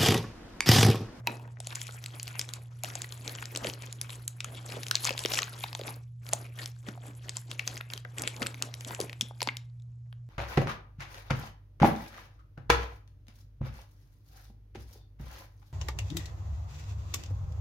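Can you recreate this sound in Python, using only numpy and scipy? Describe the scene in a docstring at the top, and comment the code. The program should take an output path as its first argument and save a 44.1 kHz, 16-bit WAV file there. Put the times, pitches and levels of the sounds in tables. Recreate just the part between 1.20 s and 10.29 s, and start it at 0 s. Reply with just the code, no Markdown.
"""Stiff waxed paper is unwrapped by hand, close to a hand-held stereo microphone.
Creases buckle with sharp snaps, the flat panels between them pop, and tiny creases crackle in clumps.
At the start a hard part is set down and rocks to rest. The hard walls of the workshop echo it all,
and mains hum and a low rumble lie underneath."""
import sys
import numpy as np
from scipy import signal
from scipy.fft import rfft, irfft, next_fast_len
from scipy.io import wavfile

SR = 44100
rng = np.random.default_rng(int(sys.argv[2]) if len(sys.argv) > 2 else 0)


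def digitize_waveform(pressure):
    """Quantize a signal to 16-bit integers and store it at the path in sys.argv[1].

    Rows of a 2-D input are taken as channels; values are limited to [-1, 1].
    """
    field = np.atleast_2d(pressure).T
    bounded = np.clip(field, -1, 1)
    quanta = np.round(bounded * 32767).astype(np.int16)
    wavfile.write(sys.argv[1], SR, quanta)


N = 400860


def amp(db):
    return 10 ** (np.asarray(db) / 20)


def rms_one(x):
    return x / np.sqrt(np.mean(x ** 2) + 1e-20)


def peak_one(x):
    return x / np.max(np.abs(x), axis=-1, keepdims=True)


def colour(x, points):
    """Turns lows and highs up or down along a curve of (Hz, dB) points."""
    hz, db = np.transpose(points)
    f = np.maximum(np.fft.rfftfreq(x.shape[-1], 1 / SR), 1)
    return irfft(rfft(x) * amp(np.interp(np.log(f), np.log(hz), db)), x.shape[-1])


def cut_bass(x, hz):
    """Weakens everything below the given frequency."""
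    return signal.sosfilt(signal.butter(2, hz, "high", fs=SR, output="sos"), x)


def drift(rate_hz):
    """A smooth random wobble, typically about 1 in size."""
    step = 40
    r = np.exp(-2 * np.pi * step * rate_hz / SR)
    slow = signal.lfilter([1], [1, -2 * r, r * r], rng.standard_normal(N // step + 2002))[2000:]
    return np.interp(np.arange(N) / step, np.arange(len(slow)), rms_one(slow))


def ring(x, hz, cycles):
    """Makes x ring at one pitch, fading by 60 dB in the given number of cycles."""
    r, w = amp(-60 * hz / (cycles * SR)), 2 * np.pi * hz / SR
    return signal.lfilter([0, np.sin(w)], [1, -2 * r * np.cos(w), r * r], x + 1e-18)


BURST_SAMPLES, LEAD_SAMPLES = 2048, 64
def bursts(count, rise_s, fall_s, tail_s, tail_db):
    """Bursts of noise around one clean click: a steep rise, a fast fall and a short ragged tail."""
    t = (np.arange(BURST_SAMPLES) - LEAD_SAMPLES) / SR
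    fade = np.exp(-t / fall_s) + amp(tail_db) * np.exp(-t / tail_s)
    rows = rng.standard_normal((count, BURST_SAMPLES)) * np.where(t < 0, np.exp(t / rise_s), fade)
    rows[:, LEAD_SAMPLES] = 2.8   # the click
    return rows


# The tone of the rumble. Each row: frequency in Hz, relative level in dB.
RUMBLE_TONE = [(25, -27), (40, -13), (60, 0.5), (90, -2), (150, -6), (200, -16.5), (500, -45), (1500, -53),
               (6000, -46), (16000, -67)]
HUM_HZ, HUM_DB, RUMBLE_DB = 119.24, -45, -58
def hum_and_rumble():
    """Mains hum wavers a little over a low rumble and a faint hiss."""
    t = np.arange(N) / SR
    hum = amp(HUM_DB + .5 * drift(1.0)) * np.sqrt(2) * np.sin(2 * np.pi * HUM_HZ * t)
    rumble = rms_one(colour(rng.standard_normal((2, N)), RUMBLE_TONE))
    return hum + amp(RUMBLE_DB) * rumble


# How busily the hands work. Each row: time in seconds, crackle level in dB, panel flexing level in dB.
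HAND_EFFORT = [(0.0, -62, -55), (0.041, -90.5, -73), (0.2, -66, -53), (0.38, -76, -63.5), (0.45, -55, -65),
               (1.2, -58, -60), (1.55, -68, -70), (1.7, -49, -60), (2.901, -62, -60), (3.1, -65, -68),
               (3.45, -53, -53), (4.149, -43.5, -58.5), (4.768, -61, -57.5), (4.85, -76.5, -91),
               (4.99, -88, -89), (5.15, -67, -80), (6.0, -65, -84), (6.9, -66.5, -68), (7.1, -51.5, -56),
               (7.8, -62, -58.5), (7.98, -66.5, -69), (8.3, -64.5, -74.5), (8.5, -82.5, -80.5),
               (9.09, -91, -81.5)]
# The fingers crumple a fold. Each row: start in seconds, hold in seconds, crackle level in dB,
# panel flexing level in dB.
SQUEEZES = [(0.094, 0.035, -51, -42), (0.5, 0.15, -48.5, -78), (0.939, 0.012, -50, -52),
            (1.08, 0.013, -44.5, -79), (1.16, 0.21, -52.5, -61.5), (1.657, 0.077, -47, -55),
            (2.062, 0.14, -44.5, -52.5), (2.35, 0.01, -47.5, -44), (2.448, 0.011, -38, -36),
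            (2.625, 0.038, -46.5, -54.5), (2.822, .02, -49.5, -78), (2.93, 0.039, -47.5, -57.5),
            (3.26, 0.12, -54, -57.5), (3.502, 0.077, -46.5, -46), (3.852, 0.02, -34.5, -58),
            (4.11, 0.094, -38.5, -53), (4.422, 0.018, -44, -67), (4.671, 0.025, -44, -45.5),
            (5.068, 0.16, -53, -54), (5.254, 0.0073, -54.5, -54), (5.398, 0.03, -43, -49.5),
            (5.674, 0.026, -49, -50.5), (5.847, 0.037, -54.5, -48), (6.054, 0.046, -56.5, -57),
            (6.163, 0.0072, -48.5, -62), (6.304, 0.027, -54, -52.5), (6.405, 0.0065, -50.5, -54),
            (6.477, 0.064, -47, -50.5), (6.725, 0.011, -47, -54), (6.994, 0.045, -45.5, -43),
            (7.223, 0.0036, -41, -38), (7.399, 0.041, -59, -47), (7.683, 0.038, -43, -47.5),
            (7.807, 0.0059, -43.5, -39.5), (8.02, 0.035, -74, -59.5), (8.214, 0.019, -52, -65)]
RISE_DB_PER_S, FALL_DB_PER_S = 415, 221
def crumpling():
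    """How loud crackle and flexing are over time: steady handling, plus a swell for each squeeze."""
    t = np.arange(0, N, 64) / SR
    times, *steady_db = np.transpose(HAND_EFFORT)
    start, hold, *squeeze_db = np.transpose(SQUEEZES)[:, :, None]
    fade_db = RISE_DB_PER_S * np.maximum(start - t, 0) + FALL_DB_PER_S * np.maximum(t - start - hold, 0)
    gains = []
    for steady, squeeze in zip(steady_db, squeeze_db):
        power = amp(np.interp(t, times, steady)) ** 2 + np.sum(amp(squeeze - fade_db) ** 2, axis=0)
        gains.append(np.interp(np.arange(N) / SR, t, np.sqrt(power)))
    return gains


def buckles(base_per_s, clump_db, low_hz, high_hz, cycles, swell_db):
    """Tiny buckles come in random clumps. Each rings at one of ten pitches, which swell separately."""
    sizes = amp(3.0 * np.minimum(rng.exponential(1, N), 5)) * rng.choice([-1, 1], N)
    kicks = sizes * (rng.random(N) < base_per_s * amp(clump_db * drift(25)) / SR)
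    pitch_choice = rng.integers(0, 10, (2, N))   # drawn separately for each face of the sheet
    out = 0
    for k, hz in enumerate(np.geomspace(low_hz, high_hz, 10)):
        swelling = kicks * (pitch_choice == k) * amp(swell_db * drift(23.0))
        softened = ring(swelling, hz, cycles=1.1)
        out += rms_one(ring(softened, hz, cycles))
    return rms_one(out)


def ticks(per_s, spread_db):
    """Lone small creases snap across the whole treble, each ringing briefly at one of five pitches."""
    sizes = amp(spread_db * np.minimum(rng.exponential(1, N), 4)) * (rng.random(N) < per_s / SR)
    pitch_choice = rng.integers(0, 5, N)
    noise = rng.standard_normal((2, N))
    decay = np.exp(-1 / (.0007 * SR))
    out = 0
    for k, hz in enumerate(np.geomspace(1600, 7000, 5)):
        crack = noise * signal.lfilter([1], [1, -decay], sizes * (pitch_choice == k) + 1e-18)
        out += rms_one(ring(crack, hz, cycles=17.0)) + amp(-16.5) * rms_one(crack)
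    return rms_one(out)


# The bright tone of the paper, for crackle and snaps. Each row: frequency in Hz, boost or cut in dB.
PAPER_TONE = [(900, -4), (1600, 0), (2600, 3), (4500, 4), (7000, 7), (10000, 11.5), (13000, 11.5),
              (15700, -5), (16300, -26.5)]
def rustle():
    """Small creases crackle and whole panels flex with a duller sound as the hands work the sheet."""
    crackle_gain, flex_gain = crumpling()
    crackle = buckles(base_per_s=8300, clump_db=3.8, low_hz=1010, high_hz=14000, cycles=11, swell_db=6.7)
    crackle = signal.lfilter([1], [1, -.6], colour(crackle, PAPER_TONE))   # duller than the big snaps
    crackle = rms_one(crackle) + amp(-7.0) * ticks(per_s=110, spread_db=3.3)
    flex = buckles(base_per_s=1500, clump_db=3.0, low_hz=260, high_hz=1900, cycles=8, swell_db=4.0)
    return crackle_gain * crackle + flex_gain * flex


# The hard part touches down. 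Each row: start in seconds, level in dB.
PART_TOUCHES = [(0.0668, -29), (0.0723, -9.5), (0.0796, -27.5), (0.125, -30), (0.154, -34), (0.197, -32),
                (0.277, -34)]
# The notes it rings with. Each row: pitch in Hz, relative level in dB, seconds to fade by 60 dB.
PART_NOTES = [(324, -22, .09), (850, -4, .03), (950, -2.5, .06), (1170, 3, 0.042), (1360, -11, .06),
              (2350, -16, 0.057), (2430, -19.5, 0.073), (2600, -4.5, .018), (3200, -12.5, .02),
              (4000, -12, .015)]
def set_down():
    """A hard part rocks to rest. Each touch is a short rattle that sets all its notes ringing."""
    starts, touch_db = np.transpose(PART_TOUCHES)
    out = np.zeros(N)
    rattles = bursts(len(PART_NOTES), rise_s=.0001, fall_s=.0002, tail_s=.012, tail_db=-26)
    for (hz, note_db, fade_s), rattle in zip(PART_NOTES, rattles):
        softness_db = 0.36 * (touch_db - touch_db.max()) * np.log2(hz / 900)   # light touches are duller
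        taps = np.zeros(SR)
        taps[(starts * SR).astype(int)] = amp(touch_db + note_db + softness_db)
        strikes = np.convolve(taps, peak_one(np.diff(rattle)))[LEAD_SAMPLES:SR + LEAD_SAMPLES]
        out[:SR] += ring(strikes, hz, cycles=hz * fade_s)
    return cut_bass(out, hz=260)


# Creases giving way. Each row: start in seconds, level in dB, centre pitch in Hz.
CREASE_SNAPS = [(0.0724, -14, 3000), (0.403, -31, 4800), (0.471, -25, 6400), (0.5055, -34, 3200),
                (0.526, -31, 2770), (0.5517, -33, 6300), (0.5556, -21.5, 5560), (0.6157, -23.5, 5200),
                (0.669, -33, 7350), (0.6805, -33, 6000), (0.71, -38, 4900), (0.8406, -27, 5200),
                (0.861, -24, 5500), (0.998, -27, 4830), (1.0302, -29.5, 9500), (1.0791, -24, 4500),
                (1.155, -31, 2160), (1.1938, -19.5, 4960), (1.214, -22, 5530), (1.29, -28.5, 4900),
                (1.337, -21, 7040), (1.636, -22.5, 6800), (1.646, -22, 3620), (1.7017, -28.5, 3300),
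                (1.754, -26, 4100), (1.819, -21, 5800), (1.844, -27, 2300), (1.9236, -28, 5400),
                (2.078, -20, 3520), (2.0946, -29, 4000), (2.152, -29, 3000), (2.1862, -28.5, 2560),
                (2.225, -30.5, 1710), (2.256, -26, 4300), (2.3505, -27, 3900), (2.3606, -21, 4600),
                (2.3738, -22, 5870), (2.4457, -22, 3580), (2.47, -20.5, 4830), (2.499, -24, 4160),
                (2.5368, -31.5, 4760), (2.6224, -31, 6600), (2.727, -27, 6200), (2.8141, -20.5, 6500),
                (2.8952, -29, 2640), (2.904, -30.5, 4950), (3.079, -21.5, 7260), (3.2053, -21.5, 4020),
                (3.245, -23.5, 4700), (3.3526, -39, 3400), (3.522, -27, 4100), (3.633, -23.5, 3840),
                (3.6669, -26.5, 3700), (3.684, -29, 5540), (3.712, -12, 4940), (3.746, -31.5, 3450),
                (3.7546, -9, 4750), (3.7654, -26.5, 4100), (3.771, -25, 3080), (3.835, -32, 6750),
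                (3.846, -18.5, 5800), (3.8519, -15, 6230), (3.86, -29, 3470), (3.866, -20, 3400),
                (3.873, -17, 3270), (3.885, -26.5, 3060), (3.893, -15, 3900), (3.907, -21, 3520),
                (3.9783, -19.5, 4000), (3.992, -20, 5300), (4.038, -25.5, 6200), (4.0504, -15, 3000),
                (4.059, -14, 3650), (4.104, -29.5, 4330), (4.117, -26, 3000), (4.12, -17.5, 4500),
                (4.137, -17.5, 4220), (4.1443, -19.5, 3530), (4.155, -22, 3650), (4.1651, -29.5, 4800),
                (4.1743, -19.5, 3330), (4.1892, -10, 2950), (4.203, -32.5, 3520), (4.22, -20.5, 4200),
                (4.231, -17.5, 3450), (4.4387, -22, 3520), (4.53, -24.5, 3580), (4.5503, -24.5, 4200),
                (4.5928, -31.5, 4700), (4.613, -29, 3400), (4.636, -32, 4200), (4.68, -25, 3520),
                (5.066, -36, 3420), (5.09, -31.5, 6240), (5.1295, -22, 2300), (5.1338, -13.5, 6040),
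                (5.389, -29.5, 4500), (5.459, -23.5, 5930), (5.687, -26.5, 1550), (6.0845, -32, 2260),
                (6.094, -22, 4100), (6.169, -23.5, 5400), (6.3144, -23, 4150), (6.3946, -18.5, 3580),
                (6.4765, -16, 5350), (6.5695, -29, 2660), (6.5766, -29, 4470), (6.6104, -22.5, 2070),
                (6.702, -31.5, 2800), (6.736, -20.5, 4370), (6.777, -26.5, 4960), (6.8496, -30.5, 1640),
                (6.9837, -22, 4950), (6.996, -29, 5240), (7.0203, -22.5, 6870), (7.037, -26, 2770),
                (7.0758, -14.5, 4060), (7.2198, -19.5, 2780), (7.228, -21, 2700), (7.2635, -26.5, 2870),
                (7.268, -20.5, 4500), (7.165, -32.5, 3900), (7.344, -31, 3300), (7.424, -14.5, 4450),
                (7.5407, -25, 4500), (7.6088, -26.5, 3540), (7.6483, -29, 4700), (7.708, -28.5, 3000),
                (7.7482, -27, 4140), (7.8028, -23, 6660), (7.813, -22.5, 4600), (7.896, -28, 2850),
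                (7.93, -27.5, 2900), (8.011, -12.5, 4000), (8.018, -26.5, 6460), (8.206, -23.5, 3370),
                (8.218, -17, 4130), (8.229, -18.5, 5530), (8.2741, -20, 2840), (8.3694, -24.5, 5600),
                (8.599, -58.5, 4530), (8.622, -57, 5600), (8.9274, -39, 1970)]
def snaps():
    """A crease buckles with a crack, brighter if the crease is short. Four nearby pitches ring out."""
    out = np.zeros(N + BURST_SAMPLES)
    cracks = bursts(len(CREASE_SNAPS), rise_s=.00025, fall_s=.0006, tail_s=.007, tail_db=-19)
    nearby = 1.9 ** rng.uniform(-0.7, 1, (len(CREASE_SNAPS), 4))
    for (start, db, hz), crack, ratios in zip(CREASE_SNAPS, cracks, nearby):
        crack = cut_bass(crack, 0.2 * hz)   # a short crease moves no bass
        body = peak_one(ring(crack, hz, cycles=3))
        ringing = peak_one(sum(ring(crack, min(hz * r, SR / 3), cycles=23) for r in ratios))
        bright = hz / 4000 * peak_one(crack)
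        i = round(start * SR) - LEAD_SAMPLES
        out[i:i + BURST_SAMPLES] += amp(db) * peak_one(amp(-2.0) * body + ringing + amp(-0.5) * bright)
    return colour(out[:N], PAPER_TONE)


# Panels flipping over, plus a few crease snaps that ring at a clear pitch. Each row: start in seconds, level in
# dB, pitch in Hz.
RINGING_POPS = [(0.403, -39.5, 705), (0.472, -39.5, 614), (0.528, -33, 1500), (0.691, -31, 1460),
                (0.692, -42, 530), (1.153, -35, 1190), (1.639, -28.5, 664), (1.756, -30, 730),
                (2.226, -28.5, 1470), (2.374, -33, 675), (2.449, -26, 520), (2.845, -39, 1170),
                (2.893, -38, 1200), (3.245, -30.5, 1320), (3.568, -32, 435), (3.712, -17, 1490),
                (3.745, -32, 1090), (3.852, -25.5, 1100), (3.868, -27, 1350), (3.886, -24.5, 980),
                (3.906, -25, 505), (3.95, -34.5, 890), (4.052, -22, 405), (4.118, -29.5, 546),
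                (4.136, -28.5, 740), (4.186, -24.5, 1270), (4.208, -38, 480), (4.222, -30, 1190),
                (4.44, -26.5, 835), (4.529, -34, 990), (4.551, -30, 950), (4.595, -30.5, 660),
                (4.615, -33.5, 413), (4.686, -31, 883), (5.134, -22, 770), (5.429, -36, 1130),
                (5.684, -29, 207), (5.776, -38.5, 755), (6.394, -23.5, 1920), (6.606, -33, 1460),
                (6.85, -33, 1450), (6.85, -39.5, 605), (7.223, -23, 1300), (7.262, -28, 1380),
                (7.708, -28, 1010), (7.792, -29, 740), (7.801, -26.5, 464), (7.862, -41, 367),
                (8.022, -36, 221), (8.11, -35, 840), (8.218, -24, 930), (8.224, -34, 501), (8.273, -20, 950),
                (8.276, -32, 266), (8.288, -12.5, 2154)]
def pops():
    """A panel flips, or a crease snaps with a clear ring, and it rings at two close pitches. Small, tight
    panels ring for more cycles."""
    out = np.zeros(N + BURST_SAMPLES)
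    pushes = bursts(len(RINGING_POPS), rise_s=.0001, fall_s=.0008, tail_s=.006, tail_db=-15)
    for (start, db, hz), push in zip(RINGING_POPS, pushes):
        flip = ring(np.diff(push, prepend=0), hz, cycles=2)
        ringing = sum(ring(flip, hz * r, cycles=5 + hz / 200) for r in (.96, 1.04))
        i = round(start * SR) - LEAD_SAMPLES
        out[i:i + BURST_SAMPLES] += amp(db) * peak_one(ringing)
    return out[:N]


BASS_ECHO_S, WALL_DULLING_HZ, ROOM_DB = 0.4, 5800, -23
def room(x):
    """Sound bounces between hard walls: eight repeating echoes a side, duller on every round."""
    size = next_fast_len(N + SR // 2)
    f = np.fft.rfftfreq(size, 1 / SR)
    fade_s = BASS_ECHO_S / (1 + f / WALL_DULLING_HZ)
    echoes = np.zeros((2, len(f)), complex)
    for k, lag_s in enumerate(rng.uniform(0.007, 0.045, 16)):
        bounce = amp(-60 * lag_s / fade_s) * np.exp(-2j * np.pi * f * lag_s)
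        echoes[k % 2] += bounce / (1 - bounce) * (-1) ** (k // 2)
    for lag_s in (.0017, .0043):   # rough walls smear each echo
        delay = np.exp(-2j * np.pi * f * lag_s)
        echoes *= (delay - .6) / (1 - .6 * delay)
    return irfft(rfft(x, size) * echoes, size)[:, :N]


def scene():
    """The sheet's two faces buckle together but ring differently; the part, room and hum join them."""
    faces = np.array([snaps() + pops() for face in range(2)])
    direct = faces + rustle() + set_down()
    return direct + amp(ROOM_DB) * room(direct) + hum_and_rumble()


# How the microphone's right side hears, next to its left. Each row: frequency in Hz, boost or cut in dB,
# how far the wave is ahead in radians, likeness from 0 to 1.
RIGHT_SIDE = [(0, 0, 0, .9), (100, 0, 0, .996), (430, .4, -.2, .95), (600, 2, -.6, .86),
              (1000, -4, -1.2, .66), (1600, -1.5, -2.2, .45), (1850, -3, -4.7, .3), (2300, -4, -6.5, .75),
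              (3200, -4.2, -6.9, .88), (5200, -7.2, -6.3, .65), (6900, -1.1, -6.35, .96),
              (15200, 0, 6.1, .93), (15900, 0, 6.5, .9)]
TOP_HZ = 17000
def record(dry):
    """The left side hears one face; the right hears both, with a weaker middle and the top early."""
    hz, db, lead, likeness = np.transpose(RIGHT_SIDE)
    size = next_fast_len(N + 1024)
    f = np.fft.rfftfreq(size, 1 / SR)
    near_face, far_face = rfft(dry, size)
    alike = np.interp(f, hz, likeness)
    blend = alike * near_face + np.sqrt(1 - alike ** 2) * far_face
    shading = amp(np.interp(f, hz, db)) * np.exp(1j * np.interp(f, hz, lead))
    right = irfft(blend * shading, size)[:N]
    stereo = cut_bass(np.array([dry[0], right]), hz=45)
    return signal.sosfilt(signal.cheby2(24, 60, TOP_HZ, fs=SR, output="sos"), stereo)   # cut the very top


dry = scene()
out = record(dry)
digitize_waveform(out)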